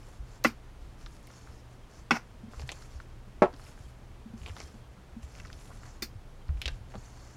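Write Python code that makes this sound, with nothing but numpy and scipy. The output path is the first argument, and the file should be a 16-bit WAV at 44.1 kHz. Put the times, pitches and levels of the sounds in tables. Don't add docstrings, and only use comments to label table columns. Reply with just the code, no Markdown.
import sys
import numpy as np
from scipy import signal
from scipy.fft import rfft, irfft
from scipy.io import wavfile

SR = 44100
rng = np.random.default_rng(int(sys.argv[2]) if len(sys.argv) > 2 else 0)


def persist_wave(psi):
    counts = np.round(np.clip(psi, -1, 1) * 32767).astype(np.int16)
    wavfile.write(sys.argv[1], SR, np.atleast_2d(counts).T)


def nominal_scale(level):
    x = np.asarray(level, float) / 20
    return 10 ** x


N = 324576
ROOM_T60_S = 0.21


def rms_one(x):
    return x / np.sqrt(np.mean(x ** 2) + 1e-20)


def band(x, low_hz, high_hz, order=2):
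    return signal.sosfilt(signal.butter(order, [low_hz, high_hz], "band", fs=SR, output="sos"), x)


def peak(x, hz, width_hz):
    r = np.exp(-np.pi * width_hz / SR)
    top = np.array([1, 0, -1]) * (1 - r * r) / 2
    return signal.lfilter(top, [1, -2 * r * np.cos(2 * np.pi * hz / SR), r * r], x)


def ring(force, hz, t60):
    r = nominal_scale(-60 / (t60 * SR))
    w = 2 * np.pi * hz / SR
    return signal.lfilter([0, np.sin(w)], [1, -2 * r * np.cos(w), r * r], force)


def colour(x, spectrum):
    hz, db = np.transpose(spectrum)
    bins = np.fft.rfftfreq(len(x), 1 / SR) + 1
    return irfft(rfft(x) * nominal_scale(np.interp(np.log(bins), np.log(hz), db)), len(x))


def drift(rate):
    r = np.exp(-2 * np.pi * rate / SR)
    wander = signal.lfilter([1], [1, -2 * r, r * r], rng.standard_normal(N + SR))
    return rms_one(wander[SR:])


def add(out, at_s, sound):
    start = round(at_s * SR)
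    out[start:start + len(sound)] += sound[:N - start]


def grains(per_s, spread_db):
    sizes = nominal_scale(spread_db * np.minimum(rng.exponential(1, N), 5))
    signs = rng.choice([-1, 1], N)
    return sizes * signs * (rng.random(N) < per_s / SR)


def arches(spells, peaks_db, sag_db, rest_db):
    touch_s = 0.027
    t = np.arange(0, N + 64, 64) / SR
    power = nominal_scale(2 * rest_db)
    for (start, top, end), db in zip(spells, peaks_db):
        touch = np.clip(np.minimum(t - start, end - t) / touch_s, 0, 1)
        sag = np.interp(t, [start, top, end], [sag_db, 0, sag_db])
        power = power + touch * nominal_scale(2 * (db - sag))
    return np.interp(np.arange(N) / SR, t, 10 * np.log10(power))


# frequency in Hz, width in Hz, level in dB.
PINS = [(4450, 220, -0.5), (5300, 460, -1.5), (6000, 240, -.6), (6680, 400, -1.5), (7360, 380, -1)]
# start in seconds, fastest moment in seconds, end in seconds,
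# pin swish in dB, strand hiss in dB.
STROKES = [(-.05, .09, .2, -65, -73), (0.237, .37, 0.4, -63.5, -77), (.79, .82, 0.93, -72, -82),
           (.97, 1.008, 1.1, -65.5, -74), (1.055, 1.15, 1.22, -69, -70.5), (1.22, 1.36, 1.51, -62.5, -73),
           (1.448, 1.55, 1.63, -66.5, -75), (1.68, 1.725, 1.77, -69, -78), (1.884, 2.0, 2.04, -63.5, -73.5),
           (2.503, 2.6, 2.66, -60, -67.5), (2.645, 2.77, 2.9, -59, -68), (2.878, 2.93, 3.05, -63, -74),
           (3.547, 3.68, 3.75, -62.5, -67), (3.74, 3.838, 3.93, -66, -70), (4.364, 4.484, 4.56, -61, -67.5),
           (4.53, 4.6, 4.7, -58, -66), (4.66, 4.72, 4.82, -68, -75), (5.215, 5.23, 5.27, -62, -68),
           (5.26, 5.366, 5.57, -60.5, -71.5), (5.5, 5.64, 5.8, -62.5, -66),
           (5.721, 5.878, 5.99, -61.5, -74), (6.54, 6.7, 6.8, -66.5, -74.5), (6.88, 7.05, 7.18, -62, -73.5),
           (7.06, 7.26, 7.4, -61.5, -74.5)]


def strokes():
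    pulls = np.array(STROKES)
    spells, swish_db, hiss_db = pulls[:, :3], pulls[:, 3], pulls[:, 4]
    pin_db = arches(spells, swish_db, sag_db=8.0, rest_db=-84.5)
    air_db = arches(spells, hiss_db, sag_db=7.5, rest_db=-85)
    drag_db = arches(spells, swish_db + 1.5, sag_db=10.5, rest_db=-69.5)
    clump = drift(29)

    pins = sum(nominal_scale(db + 2.4 * drift(9)) * peak(grains(1600, 3.6), hz, width) for hz, width, db in PINS)
    pins = signal.sosfilt(signal.butter(3, 7900, fs=SR, output="sos"), pins)
    air = band(grains(5000, 2.6), 7000, 11300) * nominal_scale(1.3 * clump)
    drag = band(grains(2500, 2.5), 230, 1650) * nominal_scale(1.5 * clump)
    scratch = band(grains(600, 3.2), 810, 4400) * nominal_scale(2.4 * clump)

    swish = nominal_scale(pin_db - 0.5 + 0.8 * clump) * rms_one(pins)
    hiss = nominal_scale(air_db + 0.9) * rms_one(air)
    pull = nominal_scale(drag_db - 0.3) * rms_one(drag)
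    return swish + hiss + pull + nominal_scale(air_db + 3.0) * rms_one(scratch)


def crackle(table, side_band, sharpness, snap, t60):
    snap_delay_s, creak_db = .001, -12
    out, t = np.zeros(N), np.arange(SR // 8) / SR
    shape = np.where(t < snap_delay_s, nominal_scale(creak_db), nominal_scale(-60 * t / t60))
    for s, db, hz, side_db in table:
        noise = rng.standard_normal(len(t))
        burst = noise * np.abs(noise) ** 0.6 * shape
        burst[round(snap_delay_s * SR)] = -snap
        centre = band(peak(burst, hz, hz / sharpness), 0.3 * hz, 1.5 * hz)
        centre = centre / np.max(np.abs(centre))
        side = band(burst, *side_band)
        side = side / np.max(np.abs(side))
        add(out, s, nominal_scale(db + 2.2) * (centre + nominal_scale(side_db + 1.5) * side))
    return out


# start in seconds, peak in dB, centre in Hz, dull part in dB.
SNAGS = [(1.0615, -46, 1310, -10), (1.3019, -48, 1200, -6), (1.4724, -49, 1320, -2), (2.5344, -52, 1200, 9),
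         (2.5955, -42, 1900, 3), (2.6907, -26, 2000, -8), (2.7177, -33.5, 2780, -7),
         (2.8225, -48.5, 1360, -11), (3.0006, -38, 1410, -23), (3.5289, -52, 1320, -6),
         (3.536, -51, 1330, -6), (3.543, -52, 1300, -6), (3.5957, -49, 1280, 2), (3.6651, -47, 2320, -7),
         (3.7763, -51, 1510, 1), (4.4159, -45, 2650, -9), (4.433, -46, 2500, -9), (4.4608, -31, 2600, -12),
         (4.4655, -42, 2500, -3), (4.4765, -41, 2600, -2), (4.4834, -40, 2670, -1), (4.4875, -45, 2800, -8),
         (4.4944, -40.5, 2440, -6), (4.499, -48, 1700, -3), (4.5065, -51, 1500, -3),
         (4.5655, -40.5, 1190, -4), (4.571, -44, 1100, -5), (4.582, -45, 2000, -3), (4.602, -41, 2050, 1.5),
         (4.607, -48, 1200, -3), (4.6137, -44, 2050, -4), (5.23, -46, 2870, -9), (5.3512, -44, 2400, -11),
         (5.386, -48, 2100, -12), (5.3991, -37, 2150, -25), (5.449, -43, 1700, -15), (5.47, -46, 4400, -12),
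         (5.5004, -41, 1600, -17), (5.528, -40.5, 2940, -14), (5.59, -49, 3000, -10),
         (5.8326, -42, 1400, -10), (5.855, -50, 1500, -8)]


def snags():
    return crackle(SNAGS, (300, 1200), sharpness=3.2, snap=18.0, t60=0.036)


# start in seconds, peak in dB, centre in Hz, dull part in dB.
KNOT = [(6.4899, -42.5, 1260, -9), (6.5715, -48.5, 2400, -12), (6.6159, -22, 2940, -24),
        (6.622, -34, 2900, -20), (6.637, -39, 2700, -15), (6.645, -42, 2600, -12), (6.6562, -21, 2900, -20),
        (6.662, -32, 2900, -18), (6.6782, -22, 2800, -14), (6.6845, -35, 1400, -10),
        (6.9182, -49, 1370, -2), (6.9397, -47, 1320, 6.5), (6.9455, -41, 600, -3), (6.9536, -44, 2700, 8)]


def knot():
    return crackle(KNOT, (250, 1100), sharpness=1.4, snap=15.0, t60=0.045)


# start in seconds, peak in dB, centre in Hz, bright part in dB.
TICKS = [(1.0114, -49, 4290, -19), (1.061, -37, 3800, -25), (1.2284, -58, 3860, 4), (1.27, -47, 4500, 1.5),
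         (2.5242, -53, 5040, -11), (2.595, -38.5, 4810, -16), (2.6155, -39, 4900, -16),
         (2.6767, -40.5, 7250, -14), (2.6908, -29.5, 3750, -14), (2.7167, -29.5, 6860, -18),
         (2.8225, -44, 5090, -26), (3.0004, -51, 3850, -16), (3.5284, -50, 4660, -23),
         (3.5628, -49, 4670, -21), (4.3774, -50, 5930, -13), (4.4832, -47, 5230, -19),
         (4.4942, -51, 4450, -15), (4.5648, -40.5, 3570, -15), (4.574, -44, 4900, -15),
         (4.582, -42, 4300, -15), (4.6012, -32, 5500, -26), (4.6134, -40, 5510, -23),
         (4.617, -43, 4800, -20), (4.6274, -45, 5100, -22), (4.632, -44, 5300, -22),
         (4.637, -42, 5000, -22), (5.23, -50, 5360, -11), (5.35, -48, 5500, -20), (5.3994, -42, 5960, -22),
         (5.4505, -48, 4360, -18), (5.5285, -39, 4670, -14), (6.4822, -50, 4300, -14),
         (6.6159, -30, 5000, -5), (6.6563, -29, 4900, -14), (6.6782, -29, 4300, -14),
         (6.9526, -55, 5260, -19)]


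def pin_ticks():
    return crackle(TICKS, (6500, 12500), sharpness=3.0, snap=16.0, t60=0.038)


# start in seconds, peak in dB, centre in Hz, dull part in dB.
SLIPS = [(1.065, -47, 1300, -2), (1.274, -49, 1900, -10), (2.543, -48, 1100, -3), (2.604, -45, 4900, -8),
         (2.62, -46, 1700, 1.5), (2.6945, -35, 2300, -8), (2.7005, -38, 2800, -6), (2.7045, -41, 4200, -6),
         (2.7215, -36, 3200, -6), (3.538, -47, 4700, -20), (3.541, -49, 3700, -20),
         (5.4535, -44, 1300, -10), (5.459, -48, 5900, -20), (5.4795, -48, 4200, -20),
         (6.027, -40, 337, -20), (6.6595, -30, 4900, -22), (6.6815, -30, 4300, -20)]


def slips():
    return crackle(SLIPS, (300, 1200), sharpness=3.5, snap=14.0, t60=0.036)


# start in seconds, end in seconds, level in dB, from Hz, to Hz.
ZIP = (5.692, 5.74, -51.5, 500, 1902)


def zip_free():
    out = np.zeros(N)
    start, end, db, from_hz, to_hz = ZIP
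    glide = np.linspace(from_hz, to_hz, round((end - start) * SR))
    rough = rms_one(band(rng.standard_normal(SR // 8), 20, 300))[:len(glide)]
    tone = np.sin(2 * np.pi * np.cumsum(glide) / SR)
    add(out, start, nominal_scale(db) * rough * tone * signal.windows.tukey(len(glide), .5))
    return out


def strike(modes, tail, touches, contact_s, chatter, tail_db, low_t60, high_t60, sign):
    t = np.arange(SR // 3) / SR
    push = np.zeros(len(t))
    for delay, db in touches:
        since = np.maximum(t - delay, 0)
        push += nominal_scale(db) * since * np.exp(-since / contact_s)
    force = (1 + chatter * rng.standard_normal(len(t))) * push

    body = np.zeros(len(t))
    for k, (hz, db, t60) in enumerate(modes):
        rung = ring(force, hz, t60)
        body += sign ** k * nominal_scale(db) * rung / np.max(np.abs(rung))

    noise = rms_one(colour(rng.standard_normal(len(t)), tail)) * (1 - np.exp(-t / .0008))
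    low = signal.sosfilt(signal.butter(2, 1500, fs=SR, output="sos"), noise)
    dying = low * nominal_scale(-60 * t / low_t60) + (noise - low) * nominal_scale(-60 * t / high_t60)
    wash = nominal_scale(-20 - 60 * t / ROOM_T60_S) * noise
    sound = body + wash + nominal_scale(tail_db) * dying
    return signal.sosfilt(signal.butter(3, 150, "high", fs=SR, output="sos"), sound)


# start in seconds, level in dB.
KNOCKS = [
    (.4474, -15),
    (2.1078, -14),
]
# frequency in Hz, first knock in dB, second knock in dB, decay t60 in seconds.
BRUSH = [(160, -14, -9, .05), (231, -2.5, -5.5, .11), (326, -11, -20, .07), (492, -17, -24, 0.076),
         (800, -13, -8, .05), (1011, -12, -7.5, 0.057), (1448, -3, -1.5, .035), (1130, -17, -10, 0.035),
         (1990, 3, -5, .035), (2200, -8, -6, .035), (2570, -4, -7, 0.033), (3430, -12, -11, 0.024),
         (5550, -19, -15, 0.05)]
# frequency in Hz, level in dB per Hz.
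KNOCK_TAIL = [(88, -18), (170, -3), (287, -4), (620, -19), (1400, -8), (1750, -16), (2300, -10),
              (3770, -24), (5200, -22), (15800, -54)]
# delay in seconds, level in dB.
BRUSH_TOUCHES = [
    [(0, -2), (.0018, -1), (.0052, -5)],
    [(0, -3), (.0026, -1), (.0072, -6)],
]


def brush_knocks():
    out = np.zeros(N)
    for k, (s, db) in enumerate(KNOCKS):
        modes = [(hz, levels[k], t60) for hz, *levels, t60 in BRUSH]
        blow = strike(modes, KNOCK_TAIL, BRUSH_TOUCHES[k], contact_s=0.00012, chatter=.35,
                      tail_db=-8, low_t60=.11, high_t60=0.081, sign=-1.004)
        add(out, s, nominal_scale(db) * blow)
    return out


# start in seconds, end in seconds, level in dB, centre in Hz.
REBOUND = (2.13, 2.171, -33.5, 1200)


def brush_drag():
    out, t = np.zeros(N), np.arange(SR // 5) / SR
    start, end, db, hz = REBOUND
    slide_s = end - start
    rough = grains(5000, 1.7)[:len(t)]
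    modes = sum(nominal_scale(level + 12) * peak(rough, f, 120) for f, _, level, _ in BRUSH[4:])
    scrape = rms_one(band(rough + modes, hz / 2.4, hz * 1.8, order=3))
    scrape = scrape + nominal_scale(-13) * rms_one(peak(rough[::-1], 5600, 400))
    after = np.maximum(t - slide_s, 0)
    swell_db = 9.2 * np.minimum(t / slide_s - 1, 0)
    add(out, start, nominal_scale(db) * scrape * nominal_scale(swell_db - 60 * after / 0.03))
    add(out, start, nominal_scale(db - 13) * scrape[::-1] * nominal_scale(-60 * after / 0.2))
    return out


# frequency in Hz, level in dB, decay t60 in seconds.
STAND = [(203, -17, .08), (280, -18, 0.12), (378, -0.4, .11), (484, -7.5, .1), (582, 1.5, .1),
         (715, -12, .13), (823, -2.5, .08), (905, -8, .11), (993, -8, .1), (1100, -14, .1), (1307, -8, .08),
         (1600, -16, 0.08), (2150, -16, .04), (2630, -19, .05)]
# frequency in Hz, level in dB per Hz.
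STAND_TAIL = [(59, -46), (110, -31), (375, -3), (620, -2), (1300, -10), (2200, -16), (3000, -25),
              (9660, -47), (15000, -80)]
# delay in seconds, level in dB.
STAND_TOUCHES = [
    (0, 0),
    (.0045, -10),
    (.0098, -6),
    (.0215, -14),
    (.038, -17),
]


def stand_knock():
    out = np.zeros(N)
    blow = strike(STAND, STAND_TAIL, STAND_TOUCHES, contact_s=.0001, chatter=.3,
                  tail_db=-4.5, low_t60=0.13, high_t60=.09, sign=1)
    add(out, 3.4206, -nominal_scale(-14) * blow)
    return out


# frequency in Hz, level in dB, decay t60 in seconds.
CLINK = [(1970, -1.5, 0.043), (2455, -9, 0.046), (3590, -5, 0.056), (4045, -6, .05), (4355, -0.4, .07),
         (4856, -1, .04), (5400, -5, .05), (5825, -9, 0.06), (7343, -9, .05), (9049, -12, .05),
         (9755, -18, .06), (12840, -14, .03), (13450, -6, .07), (15240, -14, .07)]
# frequency in Hz, level in dB per Hz.
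CLINK_TAIL = [(150, -30), (250, -2), (386, -4), (475, -19), (1420, -10), (1600, -11), (2470, -7.5),
              (3200, -20.5), (4770, -3.5), (7360, -15.5), (8030, -18), (12600, -20), (13800, -12),
              (15800, -25)]


def pin_clink():
    out = np.zeros(N)
    blow = strike(CLINK, CLINK_TAIL, [(0, 0)], contact_s=.0012, chatter=3.5,
                  tail_db=3.2, low_t60=0.098, high_t60=0.11, sign=-1.055)
    add(out, 6.0216, nominal_scale(-36) * blow)
    return out


# start in seconds, rise in seconds, level in dB, decay t60 in seconds, top in Hz.
RATTLES = [
    (.4395, 0.0016, -29, 0.065, 14000),
    (.462, 0.0095, -43, 0.13, 15000),
    (2.1074, 0.0018, -36.5, 0.045, 8000),
    (2.135, 0.022, -47, 0.14, 10000),
]


def pin_rattles():
    out, t = np.zeros(N), np.arange(SR // 5) / SR
    for start, rise, db, t60, top_hz in RATTLES:
        shiver = rms_one(band(colour(rng.standard_normal(len(t)), CLINK_TAIL), 2800, top_hz, order=1))
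        decay = nominal_scale(-60 * np.maximum(t - rise, 0) / t60)
        add(out, start, nominal_scale(db) * shiver * np.minimum(t / rise, 1) * decay)
    return out


def thuds(table, push_cycles, lead_s, t60):
    out = np.zeros(N)
    for s, db, hz in table:
        push = np.hanning(round(push_cycles * SR / hz))
        push = push * np.sin(2 * np.pi * hz * np.arange(len(push)) / SR)
        rung = ring(np.r_[push, np.zeros(SR // 3)], hz, t60)
        add(out, s - lead_s, nominal_scale(db - 0.5) * rung / np.max(np.abs(rung)))
    return out


# start in seconds, peak
# in dB, frequency in Hz.
TAPS = [(2.435, -38, 221), (2.48, -42.5, 226), (3.269, -49, 197), (3.535, -45, 280), (4.019, -50, 210),
        (4.259, -37.5, 222), (4.299, -46, 220), (4.337, -35, 225), (4.744, -45.5, 218), (4.979, -48, 191),
        (5.166, -35, 228), (6.023, -39, 225), (6.952, -39, 205)]


def finger_taps():
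    return thuds(TAPS, push_cycles=3.3, lead_s=.007, t60=.1)


# start in seconds, peak in dB, frequency in Hz.
JOLTS = [(0.186, -32.5, 53.6), (0.806, -41.5, 56.5), (1.023, -37.5, 40.4), (1.07, -45, 115),
         (1.48, -42, 75.4), (2.559, -32, 53), (2.592, -31.5, 69.6), (2.629, -38, 130), (2.944, -36.5, 70.0),
         (4.404, -38, 64), (4.489, -35.5, 89), (4.628, -39.5, 70.0), (5.226, -34.5, 70.0),
         (6.147, -36.5, 100), (6.484, -21, 73.5), (6.487, -35, 136), (6.539, -25.5, 56), (6.649, -27.5, 65),
         (6.69, -40, 130), (6.699, -32, 40)]


def stand_jolts():
    return thuds(JOLTS, push_cycles=1.18, lead_s=-0.0021, t60=0.2)


# start in seconds, strongest moment in seconds, end in seconds, level in dB.
ROCKING = [
    (-.05, .15, .45, -56),
    (.95, 1.1, 1.55, -57),
    (2.48, 2.58, 2.8, -53),
    (2.95, 3.1, 3.4, -57),
    (3.5, 3.8, 3.9, -52.5),
    (4.3, 4.53, 4.6, -51.5),
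    (5.248, 5.45, 5.9, -46.5),
    (5.95, 6.15, 6.25, -53),
    (6.5, 6.64, 7.1, -48.5),
]


def stand_sway():
    rocks = np.array(ROCKING)
    sway_db = arches(rocks[:, :3], rocks[:, 3], sag_db=7.0, rest_db=-57.5)
    sway = band(rng.standard_normal(N), 41.0, 109.4) * nominal_scale(2.6 * drift(7.7))
    return nominal_scale(sway_db) * rms_one(sway)


def room(x):
    t = np.arange(SR // 3) / SR
    tail = band(rng.standard_normal(len(t)), 140, 8700, order=1) * nominal_scale(-60 * t / ROOM_T60_S) * (t > .004)
    return signal.fftconvolve(x, tail / np.sqrt(np.sum(tail ** 2)))[:N]


# frequency in Hz, level in dB per Hz.
ROOM_TONE = [(12, -33), (20, -3), (44, -1), (86, -11), (172, -12), (976, -22.5), (1810, -28.5),
             (3250, -32.5), (4200, -35.5), (6540, -38.5), (11400, -47), (16000, -61)]


def room_hush():
    hush = colour(rng.standard_normal(N), ROOM_TONE)
    return hush / np.std(band(hush, 145, 16000)) * nominal_scale(-57.5 - 0.5)


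# frequency in Hz, width in Hz, level in dB.
HUMS = [
    (26.99, 1.5, -54),
    (60, 11.2, -58),
    (121.1, 13, -63),
]


def machine_hum():
    hums = np.zeros(N)
    for hz, width, db in HUMS:
        noise = rng.standard_normal(N + SR)
        hums += nominal_scale(db) * rms_one(peak(peak(noise, hz, width), hz, width)[SR:])
    mains = np.sqrt(2) * np.sin(2 * np.pi * 119.3 * np.arange(N) / SR)
    return hums + nominal_scale(-60 + 1.6 * drift(3.0)) * mains


SQUEAKS_S = [.94, 1.84, 2.29, 2.47, 3.13, 3.32, 3.85, 4.15, 4.29, 4.66, 4.83, 6.11, 6.26, 6.42]


def far_squeak():
    hz, width_hz, length_s = 3200, 40, .07
    squeak = peak(peak(rng.standard_normal(N), hz, width_hz), hz, width_hz)
    gate = np.zeros(N)
    for s in SQUEAKS_S:
        add(gate, s - length_s / 2, np.hanning(round(length_s * SR)))
    return nominal_scale(-73) * gate * rms_one(squeak)


def scene():
    sharp = snags() + knot() + pin_ticks() + zip_free()
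    hair = strokes() + sharp + slips() + nominal_scale(-18) * room(sharp)
    blows = brush_knocks() + brush_drag() + stand_knock() + pin_clink() + pin_rattles()
    low = finger_taps() + stand_jolts() + stand_sway()
    background = room_hush() + machine_hum() + far_squeak()
    return (hair + blows + low + background)[None]


def roll_off(x):
    return signal.sosfilt(signal.butter(12, 16440, fs=SR, output="sos"), x)


def record(dry):
    x = dry - peak(dry, 7800, 71)
    x = x + nominal_scale(-81.5) * rms_one(band(rng.standard_normal(N), 5000, 18000))
    x = signal.sosfilt(signal.cheby2(16, 50, 16400, fs=SR, output="sos"), x)
    return roll_off(x)


dry = scene()
out = record(dry)
persist_wave(out)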